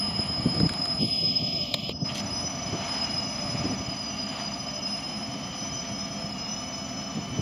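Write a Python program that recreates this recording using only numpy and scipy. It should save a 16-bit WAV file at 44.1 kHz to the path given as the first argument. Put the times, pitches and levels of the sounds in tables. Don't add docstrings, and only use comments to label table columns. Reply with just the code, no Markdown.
import sys
import numpy as np
from scipy import signal
from scipy.fft import rfft, irfft
from scipy.io import wavfile
from scipy.ndimage import uniform_filter1d

SR = 44100
rng = np.random.default_rng(int(sys.argv[2]) if len(sys.argv) > 2 else 0)


def dump_mix(stems):
    frames = np.atleast_2d(stems).T
    limited = np.clip(frames, -1, 1)
    pcm = np.round(limited * 32767).astype(np.int16)
    wavfile.write(sys.argv[1], SR, pcm)


N = 326781
T = np.arange(N) / SR
HZ = np.fft.rfftfreq(N, 1 / SR)

# [start t/s, end t/s, lift/dB, easing/(dB/s)]
BITES = [(-.05, 1.002, 8, 0), (1.006, 1.642, 13, 4.5), (2.304, 2.4, 8, 5), (2.896, 3.75, 8.5, 8),
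         (4.855, 5.15, 8, 29)]
# [t/s, half length/s, pitch sag/Hz (negative rises), looseness (sign ignored)]
SLIPS = [(1.47, 0.171, -12, 0.9), (3.11, 0.094, 0, 1.0), (4.264, .38, 112, 4), (5.683, .22, 25.5, -2),
         (6.377, .07, 42.5, 0.3), (6.73, .07, 30, 0.2)]
# [offset f/Hz, level/dB against the squeal without its bites]
SIDE_TONES = [(-400, -29.5), (-198, -17.5), (183, -21)]
# [f/Hz, density/dB]
ROLL_SPECTRUM = [(100, -33.5), (420, -6), (720, 0), (900, 4), (1300, -6.5), (1500, -6), (2300, -1.5),
                 (3300, -4.5), (4400, -9), (5400, -10.5), (6100, -19), (7200, -17.5), (8600, -29.5),
                 (13500, -43.5)]
# [f/Hz, width/Hz, level/dB before the swells]
STEEL_RINGS = [(685, 134, -44.5), (1191, 240, -49.5), (2942, 150, -52.5), (4037, 71, -62.5),
               (5555, 70, -62.5), (7017, 108, -54.5)]
# [t/s, lift/dB, half length/s]
ROUGH_RAIL = [(2.93, 5.7, 0.19), (3.6, 4.4, 0.14), (4.37, 4.7, 0.073)]
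# [f/Hz, density/dB]
DRONE_SPECTRUM = [(25, -42), (45, -20), (65, -10), (100, -13), (140, -5.5), (175, -7), (207, 4.5),
                  (228, -8), (250, -1), (285, -4), (310, -12), (450, -23), (900, -50)]
# [f/Hz, level/dB before the flutter]
HUM_TONES = [(672, -53), (1196, -57), (1309, -59), (2256, -57.5), (2339, -61), (3590, -61.5), (4595, -60.5)]
# [start t/s, end t/s, level/dB, letting go t/s, rise f/Hz, build-up/s]
THIN_WHINES = [(-.2, .6, -50, .75, 203, .46), (2.4, 3.05, -49, 3.04, 44.3, 0.39),
               (3.8, 7.6, -50, 6.22, 171.2, .76)]
# [t/s, level/dB, half length/s, f/Hz]
ROUGH_WHINES = [(.15, -49, 0.16, 2875), (.58, -51, 0.14, 4495), (3.15, -46.5, 0.17, 2860),
                (4.18, -48.5, 0.25, 2790), (4.83, -48.5, 0.18, 2800), (5.6, -56, 0.26, 2960)]
# [f/Hz, density/dB]
BREEZE_SPECTRUM = [(20, -34), (50, -10.5), (90, 0.5), (150, 2.5), (260, -3), (420, -15), (700, -18.5),
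                   (1500, -41.5), (4000, -90)]
# [t/s, lift/dB, half length/s]
GUSTS = [(.5, 3, 0.24), (3.67, 7.9, 0.17), (7.41, 14, 0.12)]
# [t/s, level/dB, half length/s]
BUFFETS = [(.197, -22.5, .0042), (.466, -17.5, 0.0077), (.58, -29, 0.042), (.611, -18, 0.0045),
           (.637, -15, 0.0035), (.658, -21, 0.0095), (1.028, -23, 0.02), (1.237, -29.5, 0.0098),
           (1.43, -31, 0.011), (2.03, -28.5, 0.011), (2.21, -36, .016), (2.45, -32, 0.0058),
           (2.74, -27, 0.013), (3.655, -25.5, .0097), (3.715, -29, 0.019), (3.886, -25, 0.0034),
           (5.92, -35, 0.011), (6.25, -34.5, 0.011), (7.18, -27.5, 0.011), (7.395, -25, 0.0075)]
# [f/Hz, density/dB]
BUFFET_SPECTRUM = [(30, -30), (80, -8.5), (150, 8), (260, -0.5), (450, -12.5), (700, -18.5), (1500, -45.5),
                   (4000, -89)]
# [t/s, level/dB before dispersion and colour, decay/s]
CLICKS = [(0.546, -30, 0.0026), (0.6, -25.5, 0.0036), (0.692, -22.5, 0.0033), (.736, -26, 0.0024),
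          (.855, -25, 0.0027), (1.7403, -12, 0.0029), (1.7432, -15, 0.0015), (1.893, -21.5, 0.002)]
# [f/Hz, gain/dB]
CLICK_COLOUR = [(100, -24), (500, 3.5), (1300, 7), (2200, 1), (3100, -1), (4000, 8.5), (6000, -14),
                (7200, 1.5), (9000, -6), (15000, -29)]
# [t/s, starting level/dB, ring f/Hz, decay/s]
KNOCKS = [(1.894, -17.5, 470, 0.0026)]
# [start t/s, end t/s, level/dB, soft treble limit f/Hz]
SLIDES = [(0.993, 1.92, -47.5, 11000), (1.833, 1.932, -46, 4400), (2.088, 2.124, -39, 3380),
          (2.146, 2.208, -37, 12200), (5.529, 5.558, -46, 5030)]
# [f/Hz, density/dB]
SLIDE_SPECTRUM = [(300, -17), (1500, -6.5), (3000, 13.5), (5000, 6), (7200, 3.5), (9000, -2), (13000, -3),
                  (16000, -26)]
# [t/s, lift/dB, half length/s]
SWAYS = [(1.62, 3, 0.063), (1.86, -22, 0.066), (2.49, 7.5, 0.097), (5.17, -5.5, 0.15), (5.68, 5, 0.1),
         (6.33, -14, 0.031), (6.63, 5.5, 0.1), (7.25, -4.5, 0.069)]
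# [t/s, level/dB, half length/s, f/Hz]
MOANS = [(1.52, -46.5, .24, 587), (2.35, -49, 0.4, 595), (3.5, -45.5, 0.17, 588), (4.82, -45, 0.13, 599),
         (5.8, -54.5, 0.75, 519.4), (6.8, -54.5, 0.33, 538)]
# [f/Hz, gain/dB]
CUPPED_PORT = [(650, -1), (950, -10.5), (1220, -6), (1480, -19), (2000, -9.5), (2480, 3), (2750, 1),
               (3200, 9.5), (3900, 2), (4500, 3), (5100, -1), (7000, -4), (10000, -9), (11300, 7),
               (13000, 5), (13550, -3), (14400, 6), (15000, 2)]
# [f/Hz, gain/dB]
SEALED_PORT = [(300, 1), (1550, -14), (2300, -22), (3000, -5.5), (4000, -16.5), (5100, 0), (6000, 1.5),
               (6800, -26), (10000, -22), (15000, -14)]
# [f/Hz, width/Hz]
NOTCHES = [(3700, 102), (7890, 90), (8090, 910), (11720, 520)]

LEAD_HZ, SECOND_HZ = 5079, 5954
CREEP_FROM_S, LEAD_CREEP_HZ_PER_S, SECOND_CREEP_HZ_PER_S = 3.9, 23, 6.1
LEAD_DB, LEAD_FADE_FROM_S, LEAD_FADE_DB_PER_S = -38.5, 6.48, 8
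BITE_ATTACK_S, BITE_RELEASE_S = 0.026, 0.043
DRAG_HZ_PER_DB = 1.4
LEAD_LOCK = 1.22
OCTAVE_DB, OCTAVE_FADE_DB_PER_S = -21, 0.5
SIDE_SHARE = 0.45
ROLL_DB, ROLL_EASE_DB_PER_S = -43, 0.25
WHINE_REST_HZ, WHINE_DIP_HZ = 3033, 215
WHINE_LET_GO_S, WHINE_DIP_AFTER_S, WHINE_DIP_HALF_S = 0.06, 0.2, 0.11
BREEZE_DB, LULL_S, LULL_OVER_S, LULL_DB = -40, 3.45, 1.7, 8.5
CATCHES_PER_S, CATCH_STRENGTH, CATCH_SHARE = 58, 1.4, 0.14
ENTERED_S, ENTRY_DB_PER_S, SECOND_DB = 2.37, 14, -43.5
SECOND_LOCK, SECOND_LOCK_PER_S = 0.15, 0.19
PRESS_S, HOLLOW_HZ, HOLLOW_WIDTH_HZ = 1.243, 10130, 440
EDGE_HZ = 15720


def amp(db):
    return 10 ** (np.asarray(db) / 20)


def unit(x):
    return x / np.sqrt(np.mean(abs(x) ** 2) + 1e-20)


def colour(x, points):
    hz, db = np.transpose(points)
    gain = amp(np.interp(np.log(HZ + 1), np.log(hz), db))
    return irfft(rfft(x) * gain, N)


def noise(points):
    return unit(colour(rng.standard_normal(N), points))


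def notched(x, rows):
    gains = [(HZ - hz) ** 2 / ((HZ - hz) ** 2 + (width / 2) ** 2) for hz, width in rows]
    return irfft(rfft(x) * np.prod(gains, axis=0), N)


def flutter(width_hz):
    size = N // 16
    hz = np.fft.fftfreq(size, T[-1] / size)
    spectrum = rng.standard_normal(size) + 1j * rng.standard_normal(size)
    z = np.fft.ifft(spectrum / (1 + abs(hz / width_hz) ** 3))
    return unit(np.interp(T, np.linspace(0, T[-1], size), z))


def turn(hz):
    return np.exp(2j * np.pi * np.cumsum(hz * np.ones(N)) / SR)


def step(s, length):
    return np.clip((T - s) / length + 0.5, 0, 1)


def since(s):
    return np.maximum(T - s, 0)


def bell(s, half):
    return np.exp(-0.5 * ((T - s) / half) ** 2)


def lifts(rows):
    return sum(db * bell(s, half) for s, db, half in rows)


def swells(rows):
    return sum(amp(db) * bell(s, half) for s, db, half in rows)


def sung(rows):
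    return sum(amp(db) * bell(s, half) * turn(hz) for s, db, half, hz in rows)


def scatter(direct, width_hz):
    paths = direct + flutter(width_hz)
    evened = paths / np.sqrt(uniform_filter1d(abs(paths) ** 2, size=5000))
    fading = amp(2.93 * flutter(7.2).real)
    return unit(fading * evened)


def leading_wheel():
    slipping = np.array([1 / (1 + ((T - s) / half) ** 6) for s, half, _, _ in SLIPS])
    sag_hz, looseness = np.array(SLIPS)[:, 2:].T @ slipping
    lock = LEAD_LOCK / (1 + abs(looseness))
    bite_db = 0
    for start, end, db, easing in BITES:
        gate = step(start, BITE_ATTACK_S) - step(end, BITE_RELEASE_S)
        bite_db = bite_db + (db - easing * since(start)) * gate
    level_db = LEAD_DB + bite_db - LEAD_FADE_DB_PER_S * since(LEAD_FADE_FROM_S)
    pitch_hz = LEAD_HZ + LEAD_CREEP_HZ_PER_S * since(CREEP_FROM_S) - DRAG_HZ_PER_DB * bite_db - sag_hz
    wander_hz = 10 * flutter(9).real / (lock + 0.7)
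    mode = turn(pitch_hz + wander_hz)
    tone = mode * scatter(lock, width_hz=40)
    octave_db = OCTAVE_DB - OCTAVE_FADE_DB_PER_S * T + 2.9 * flutter(7.8).real
    octave = amp(octave_db) * mode ** 2 * scatter(1.16 * lock, width_hz=91)
    beside = sum(amp(db) * turn(hz) * flutter(33) for hz, db in SIDE_TONES)
    sides = amp((SIDE_SHARE - 1) * bite_db) * mode * beside
    return np.sqrt(2) * amp(level_db) * (tone + octave + sides).real


def rolling():
    level_db = ROLL_DB - ROLL_EASE_DB_PER_S * T + lifts(ROUGH_RAIL)
    roar = noise(ROLL_SPECTRUM) * amp(level_db + 1.13 * flutter(14).real)
    ring = 0
    for hz, width, db in STEEL_RINGS:
        shimmer = unit(flutter(width / 4) + flutter(width))
        ring = ring + amp(db) * (turn(hz) * shimmer).real
    swell = amp(0.62 * (level_db - level_db.mean()))
    return roar + np.sqrt(2) * ring * swell


def machinery():
    drone = amp(-39.0) * noise(DRONE_SPECTRUM)
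    hum = sum(amp(db) * (turn(hz) * (0.85 + 0.58 * flutter(7.0))).real for hz, db in HUM_TONES)
    thin = sum(whine(*row) for row in THIN_WHINES) * scatter(direct=6.2, width_hz=18)
    rough = sung(ROUGH_WHINES) * scatter(direct=0.7, width_hz=38)
    return drone + np.sqrt(2) * (hum + thin + rough).real


def whine(start, end, db, let_go, rise_hz, build_s):
    climb = np.minimum(T - let_go, 0) / build_s
    release = since(let_go) / WHINE_LET_GO_S
    strain_hz = rise_hz * np.exp(climb - release)
    dip_hz = WHINE_DIP_HZ * bell(let_go + WHINE_DIP_AFTER_S, WHINE_DIP_HALF_S)
    gate = step(start, 0.26) - step(end, 0.22)
    return amp(db) * gate * turn(WHINE_REST_HZ + strain_hz - dip_hz)


def wind():
    level_db = BREEZE_DB - LULL_DB * step(LULL_S, LULL_OVER_S) + lifts(GUSTS)
    breeze = noise(BREEZE_SPECTRUM) * amp(level_db + 4.6 * flutter(19.4).real)
    eddies = noise(BUFFET_SPECTRUM)
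    eddies /= np.sqrt(uniform_filter1d(eddies ** 2, size=900))
    return breeze + eddies * swells(BUFFETS)


def struck(s, db, decay):
    return amp(db) * (T >= s) * np.exp(-abs(T - s) / decay)


def handling():
    snaps = sum(struck(*row) for row in CLICKS) * rng.standard_normal(N)
    lag_s = 0.13 * np.maximum(1 / np.sqrt(HZ + 100) - 1 / np.sqrt(6000), 0)
    phase = 2 * np.pi * np.cumsum(lag_s) * HZ[1]
    clicks = colour(irfft(rfft(snaps) * np.exp(-1j * phase), N), CLICK_COLOUR)
    knocks = sum(struck(s, db, decay) * np.sin(2 * np.pi * hz * (T - s)) for s, db, hz, decay in KNOCKS)
    return clicks + knocks + sum(slide(*row) for row in SLIDES)


def slide(start, end, db, top_hz):
    cycle = np.cumsum(CATCHES_PER_S * (1 + 0.28 * flutter(25).real)) / SR % 1
    catches = 1 + CATCH_STRENGTH * np.exp(-cycle / CATCH_SHARE)
    grains = noise(SLIDE_SPECTRUM) * amp(1.3 * flutter(90).real) * catches
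    grains = irfft(rfft(grains) / (1 + (HZ / top_hz) ** 6), N)
    return amp(db) * unit(grains) * (step(start, 0.0047) - step(end, 0.013))


def second_wheel():
    mode = turn(SECOND_HZ + SECOND_CREEP_HZ_PER_S * since(CREEP_FROM_S))
    level_db = SECOND_DB - ENTRY_DB_PER_S * np.maximum(ENTERED_S - T, 0) + lifts(SWAYS)
    tone = mode * scatter(SECOND_LOCK + SECOND_LOCK_PER_S * T, width_hz=25)
    octave = amp(-30) * mode ** 2 * flutter(20)
    moan = sung(MOANS) * scatter(direct=1.8, width_hz=3.9)
    return np.sqrt(2) * (amp(level_db) * (tone + octave) + moan).real


def scene():
    train = leading_wheel() + rolling() + machinery()
    return (train + wind() + handling() + second_wheel())[None]


def record(dry):
    x = dry[0]
    cup, press = step(0.99, 0.027), step(PRESS_S, 0.072)
    seal, free = step(1.925, 0.013), step(2.048, 0.0078)
    cupped = colour(x, CUPPED_PORT)
    pressed = notched(cupped, [(HOLLOW_HZ, HOLLOW_WIDTH_HZ)])
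    cupped = (1 - press) * cupped + press * pressed
    sealed = colour(x, SEALED_PORT)
    x = (1 - cup + free) * x + (cup - seal) * cupped + (seal - free) * sealed
    hiss = amp(-80.0) * rng.standard_normal(N)
    x = notched(x + hiss, NOTCHES)
    band_limit = signal.firwin(1023, EDGE_HZ, window=("kaiser", 9), fs=SR)
    return signal.oaconvolve(x, band_limit, "same")[None]


dry = scene()
out = record(dry)
dump_mix(out)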